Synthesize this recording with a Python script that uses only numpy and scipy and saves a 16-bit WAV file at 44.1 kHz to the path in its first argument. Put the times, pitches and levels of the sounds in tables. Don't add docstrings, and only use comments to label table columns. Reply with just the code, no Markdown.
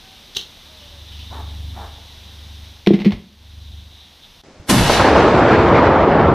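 import sys
import numpy as np
from scipy import signal
from scipy.io import wavfile
from scipy.ndimage import uniform_filter1d, minimum_filter1d

SR = 44100
rng = np.random.default_rng(int(sys.argv[2]) if len(sys.argv) > 2 else 0)


def put_to_file(sound):
    columns = np.atleast_2d(sound).T
    safe = np.clip(columns, -1, 1)
    whole_steps = np.round(safe * 32767)
    wavfile.write(sys.argv[1], SR, whole_steps.astype(np.int16))


N = 279591
TIME = np.arange(N) / SR
BANG_S, CRACK_RISE_S = 4.688, 0.014


def amp(db):
    return 10 ** (np.asarray(db) / 20)


def unit(x):
    return x / np.sqrt(np.mean(x ** 2) + 1e-20)


def curve(rows, t, column=1):
    rows = np.array(rows)
    return np.interp(t, rows[:, 0], rows[:, column])


def read(points, hz):
    f, value = np.transpose(points)
    return np.interp(np.log(hz + 1), np.log(f + 1), value)


def ramp(start_s, length_s):
    return np.clip((TIME - start_s) / length_s, 0, 1)


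def since(s):
    return np.maximum(TIME - s, 0)


def swell(s, db, rise_s, fall_s):
    return amp(db) * np.exp(-((TIME - s) / np.where(TIME < s, rise_s, fall_s)) ** 2)


def add(mix, s, sound):
    part = mix[round(s * SR):][:len(sound)]
    part += sound[:len(part)]


def colour(x, spectrum):
    hz = abs(np.fft.fftfreq(4096, 1 / SR))
    log_gain = np.log(amp(read(spectrum, hz)))
    taps = np.fft.ifft(np.exp(np.conj(signal.hilbert(log_gain)))).real
    return signal.oaconvolve(x, taps / np.linalg.norm(taps))[:len(x)]


def noise(spectrum):
    return unit(colour(rng.standard_normal(N), spectrum))


def fade(x, loss_db):
    hz, t, bands = signal.stft(x, SR, nperseg=512)
    return signal.istft(bands * amp(-loss_db(t, hz[:, None])), SR, nperseg=512)[1][:len(x)]


def steady(x, span_s):
    return x / np.sqrt(abs(uniform_filter1d(x ** 2, int(span_s * SR))) + 1e-9)


def bursts(rows, spectrum):
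    envelope = np.zeros(N)
    for s, db, length in rows:
        add(envelope, s, amp(db - 30 * TIME[:SR // 4] / length))
    return colour(envelope * rng.choice([-1., 1.], N), spectrum)


def porch(x, wet_db, stretch=1):
    decay = [(200, 0.51), (900, 0.31), (4000, 0.34), (12000, 0.26)]
    taps = rng.standard_normal(SR) * (rng.random(SR) < .1) * (TIME[:SR] > .004)
    tail = fade(taps, lambda t, hz: 60 * t / (stretch * read(decay, hz)))
    return x + amp(wet_db) * signal.oaconvolve(x, tail / np.linalg.norm(tail))[:N]


def stereo(source, width):
    side = fade(source(), lambda t, hz: -read(width, hz))
    return source() + np.array([side, -side])


def yard(air_db=-44.5, insect_db=-59, flutter_db=2.0):
    air_colour = [(15, -41), (25, -5), (75, -13.5), (122, -16.5), (232, -17), (419, -23.5), (912, -22),
                  (1290, -27), (2500, -23.5), (3680, -15.5), (4600, -23.5), (5970, -25.5), (7210, -37.5),
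                  (13000, -36.5), (15300, -41.5)]
    insect_colour = [(2300, -27.5), (3000, -3), (3650, 9.5), (4100, 4.5), (4600, -68), (6200, -14),
                     (6800, -37)]
    insect_swells = [(1.2, -55, 0.29), (1.65, -52, 0.8), (3.72, -51, 0.18), (4.01, -49.5, 0.076),
                     (4.25, -47, 0.029)]
    hush_s, fall_s, hush_db, recover_db_per_s = 2.676, 0.32, -6.5, 2.5
    flutter = amp(flutter_db * noise([(3, -3.5), (12, 0.5), (50, -68.5)]))
    hush = amp(hush_db * ramp(hush_s, fall_s) + recover_db_per_s * since(hush_s + fall_s))
    dip = 1 - swell(3.32, -11.5, 0.13, 0.13)
    air = noise(air_colour) * amp(air_db) * hush * dip
    surges = sum(swell(s, db, width, width) for s, db, width in insect_swells)
    insects = noise(insect_colour) * (amp(insect_db) * hush ** 2 + surges) * flutter
    return air + insects


def engine(firing_hz=24.3, idle_db=-60.5, rumble_db=-13):
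    orders = [(2, -22.5), (3, 0), (4, -7.5), (5, -24.5), (6, -21), (7, -38), (8, -30.5)]
    rumble_colour = [(15, -15), (30, 1), (50, 6.5), (110, -7), (250, -5), (500, -36.5)]
    swells = [(1.65, -30.5, .55, 0.25), (2.55, -39, 0.45, 0.22), (3.7, -36.5, 0.24, .22)]
    waver = [(3, 3), (12, 1.5), (50, -83)]
    throb = sum(amp(db) * np.cos(2 * np.pi * k * firing_hz * TIME) * (1 + .16 * noise(waver))
                for k, db in orders)
    level = amp(idle_db) + sum(swell(*row) for row in swells)
    return (unit(throb) + amp(rumble_db) * noise(rumble_colour)) * level


def far_calls(octave_db=-10):
    calls = [(0, 0.19, 762, 765, -56.5), (0.675, .13, 636, 617, -59), (.8, 0.088, 598, 573, -55.5),
             (0.905, 0.093, 584, 558, -56.5)]
    out = np.zeros(N)
    for s, length, first_hz, last_hz, db in calls:
        size = int(length * SR)
        phase = 2 * np.pi * np.cumsum(np.linspace(first_hz, last_hz, size)) / SR
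        call = np.sin(phase) + amp(octave_db) * np.sin(2 * phase)
        add(out, s, amp(db) * unit(call * signal.windows.tukey(size, .5)))
    return porch(out, wet_db=-14)


def lighter():
    strokes = [(.349, -32, 0.055), (.359, -31, 0.04), (.3655, -19, 0.015), (.3685, -8.5, 0.0069),
               (.383, -24, .008), (.4125, -24, 0.0072)]
    ring = [(120, -13), (380, -5.5), (650, -19), (1000, -17.5), (2400, -15.5), (3300, 3), (3900, 7.5),
            (4800, -7), (6100, -6.5), (7200, -20), (11000, -25.5), (14000, -23), (16000, -32)]
    return porch(bursts(strokes, ring), wet_db=-6.5, stretch=.8)


def clothes():
    rustles = [(.8, -49, 0.33), (1.12, -43, 0.3), (1.19, -44.5, 0.2)]
    cloth_colour = [(1000, -31), (2400, -9), (3100, 5), (3700, -5), (5000, -7), (7000, -24)]
    return bursts(rustles, cloth_colour)


def dog(rough=0.62):
    barks = [(1.304, -39.5), (1.748, -38.5)]
    contour = [(0, 301.6, -8.5), (.025, 368, 5), (.055, 473, 4.5), (.1, 425, 4), (.14, 395, -8)]
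    throat = [(250, -6), (500, -9.5), (720, 0.5), (870, 0.5), (1050, -2), (1300, -8.5), (1800, -13),
              (3000, -33.5)]
    t, out = TIME[:int(contour[-1][0] * SR)], np.zeros(N)
    for s, db in barks:
        cycles = np.cumsum(curve(contour, t)) / SR
        folds = unit(sum(np.cos(2 * np.pi * k * cycles) for k in range(1, 8)))
        puffs = np.exp(-(cycles % 1)) * rng.standard_normal(len(t))
        bark = (1 - rough) * unit(colour(folds, throat)) + rough * unit(colour(puffs, throat))
        add(out, s, bark * amp(db + curve(contour, t, column=2)))
    return porch(out, wet_db=-5.0, stretch=2.2)


def door(low_cut_hz=158, swing_s=0.0019, rattle_s=0.069, clack_s=0.0084):
    # t/s, level/dB, contact/ms, hand damping/(dB/s), upper modes/dB, rattle/dB
    bumps = [(2.871, -6.5, .39, 115, -0.5, -36), (2.9058, -9.5, 1.1, 450, 10, -40),
             (2.935, -3, 1.3, 450, -10, -26.5), (3, -20.5, 2.1, 9, -23, -30.5),
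             (3.051, -12, 2.4, 297, -27, -25.5), (3.0591, -2.5, 1.3, 54, -9.5, -42),
             (3.122, -26, 2.8, 108, -7, -32)]
    panel_modes = [(203, 6, 0.18), (349, 4.5, 0.1), (411, -2, 0.085), (650, -14, 0.026), (980, -32, 0.024),
                   (1443, -30.5, .03)]
    clacks = [(2.8633, -18.5), (2.872, -8), (2.9905, -29.5), (3.0187, -25), (3.047, -22), (3.1078, -28),
              (3.1207, -24.5)]
    latch_colour = [(600, -4), (1500, -17), (2000, -6), (2900, -9), (4000, -13), (5900, -26), (7000, -38),
                    (15000, -44)]
    thud = [(3.117, -20.5, 0.088)]
    thud_colour = [(25, -12), (70, -0.5), (130, -10), (300, -40), (1000, -65)]
    t, panel = TIME[:SR // 2], np.zeros(N)
    modes = [amp(db - 60 * t / t60) * np.sin(2 * np.pi * hz * t) for hz, db, t60 in panel_modes]
    lowest = modes[0] * (1 - np.exp(-t / swing_s))
    for s, db, contact_ms, damping, upper_db, _ in bumps:
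        push = np.sin(np.pi * np.minimum(t * 1000 / contact_ms, 1))
        ring = (lowest + amp(upper_db) * sum(modes[1:])) * amp(-damping * t)
        add(panel, s, amp(db) * signal.fftconvolve(push / push.sum(), ring))
    panel = signal.sosfilt(signal.butter(4, low_cut_hz, "high", fs=SR, output="sos"), panel)
    wood = porch(panel, wet_db=-16.0)
    latch_hits = [(s, db, rattle_s) for s, *_, db in bumps] + [(s, db, clack_s) for s, db in clacks]
    latch = porch(bursts(latch_hits, latch_colour), wet_db=-9.0)
    return wood + latch + bursts(thud, thud_colour)


def blast(air_db=-46):
    air_colour = [(25, 3), (130, 6.5), (270, 9.5), (520, 5.5), (1200, -3), (2500, -7), (6000, -11.5),
                  (13000, -37.5), (13600, -57)]
    thump = [(4.598, -32, .05)]
    thump_colour = [(30, -6.5), (150, 0), (300, -24), (1000, -38), (4000, -55)]
    return amp(air_db) * noise(air_colour) + bursts(thump, thump_colour) + crack() + boom()


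def attack(rise_db_per_s=1400):
    return amp(rise_db_per_s * np.clip(TIME - BANG_S - CRACK_RISE_S, -.1, 0))


def crack_level(snap_db=-11, snap_s=0.0071, tear_db=-18, hold_s=0.32, release_s=.3):
    snap = amp(snap_db) * np.exp(-since(BANG_S + CRACK_RISE_S) / snap_s)
    tear = amp(tear_db) / (1 + since(BANG_S + hold_s) / release_s) ** 3.1
    surge = swell(4.94, -21.5, 0.042, 0.042)
    return attack() * (snap + tear + surge)


def crack(grit_db=0.5, ring_s=0.029, ring_db=-3):
    crack_colour = [(25, -25.5), (100, -4.5), (400, 0.5), (900, 3), (2000, -1), (4500, -4.5), (8000, -8.5),
                    (12800, -9.5), (13500, -48)]
    decay = [(500, 33), (3000, 11.5), (7000, 1.77), (12000, 1.05)]
    shocks = rng.standard_normal(N) * amp(grit_db * np.minimum(rng.exponential(1, N), 5))
    shocks *= rng.random(N) < .2
    reflections = rng.standard_normal(SR // 20) * np.exp(-TIME[:SR // 20] / ring_s)
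    ring = signal.oaconvolve(shocks, reflections / np.linalg.norm(reflections))[:N]
    tear = unit(colour(shocks + amp(ring_db) * ring, crack_colour)) * crack_level()
    return fade(tear, lambda t, hz: 60 * np.maximum(t - BANG_S, 0) / read(decay, hz))


def boom(start_hz=249.2, sink_oct_per_s=5.4, width_hz=190):
    peak_db, rise_s, hold_s, fall_db_per_s = -12.5, 0.013, 0.12, 97
    pole = np.exp(-np.pi * width_hz / SR)
    swirl = rng.standard_normal(N) + 1j * rng.standard_normal(N)
    swirl = signal.lfilter([1 - pole], [1, -2 * pole, pole * pole], swirl)
    hz = start_hz * 2 ** (-sink_oct_per_s * since(BANG_S))
    tone = (swirl * np.exp(2j * np.pi * np.cumsum(hz) / SR)).real
    level = ramp(BANG_S, rise_s) * amp(peak_db - fall_db_per_s * since(BANG_S + hold_s))
    return steady(tone, span_s=0.024) * level


def roar_level(near_db=-21.5, far_db=-10.5, delay_s=0.22, rise_s=0.14, fade_db_per_s=0.9, roll_db=0.57):
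    echoes = [(5.09, -19, 0.014), (5.18, -11, .03), (5.4, -15, .04), (5.534, -11, .025),
              (5.749, -11.5, 0.044), (5.86, -11.5, 0.038)]
    arrival_s = BANG_S + delay_s
    far = ramp(arrival_s, rise_s) * amp(far_db - fade_db_per_s * since(arrival_s))
    roll = amp(roll_db * noise([(3, -1.5), (10, 4), (35, -73.5)]))
    swells = [swell(s, db, width, width) for s, db, width in echoes]
    return np.linalg.norm([amp(near_db) * attack(), far * roll, *swells], axis=0)


def roar(air_db_per_khz_s=2.5, mid_s=5.205, patchy_db=1.5):
    roar_colour = [(13, -32), (25, -21), (45, -10), (80, -0.5), (155, -2), (200, -3.5), (370, 0.5),
                   (650, -1.5), (1240, -7), (2230, -17), (4470, -29.5), (8950, -49), (13000, -72)]
    slaps = [(4.896, -2.5, 0.03), (4.997, -4, 0.04)]

    def loss_db(t, hz):
        patches = rng.standard_normal((len(hz), len(t)))
        patches = unit(uniform_filter1d(uniform_filter1d(patches, size=3, axis=0), size=9, axis=1))
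        return patchy_db * patches + air_db_per_khz_s * hz / 1000 * np.clip(t - mid_s, -.5, 2)
    rolling = steady(unit(fade(noise(roar_colour), loss_db)), span_s=0.055)
    return rolling * roar_level() + bursts(slaps, roar_colour)


def scene(dip_s=4.415, dip_db=-13, change_s=4.436):
    blast_width = [(60, -16.5), (200, -38), (400, -37), (700, -32.5), (1400, -16.5), (4500, -7),
                   (8000, -3.5)]
    roar_width = [(60, -56), (600, -86.5), (1300, -37), (2400, -15.5), (4500, -5.5), (8000, -1.5)]
    on_porch = yard() + engine() + far_calls() + lighter() + clothes() + dog() + door()
    explosion = stereo(blast, blast_width) + stereo(roar, roar_width)
    return np.where(TIME < change_s, on_porch * amp(dip_db * (TIME > dip_s)), explosion)


def record(dry, edge_hz=15450):
    gain = 1 / np.maximum(abs(dry).max(axis=0), 1)
    gain = uniform_filter1d(minimum_filter1d(gain, size=161), size=161)
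    low_pass = signal.firwin(511, edge_hz, window=("kaiser", 9), fs=SR)
    return signal.oaconvolve(dry * gain, low_pass[None], "same")


dry = scene()
out = record(dry)
put_to_file(out)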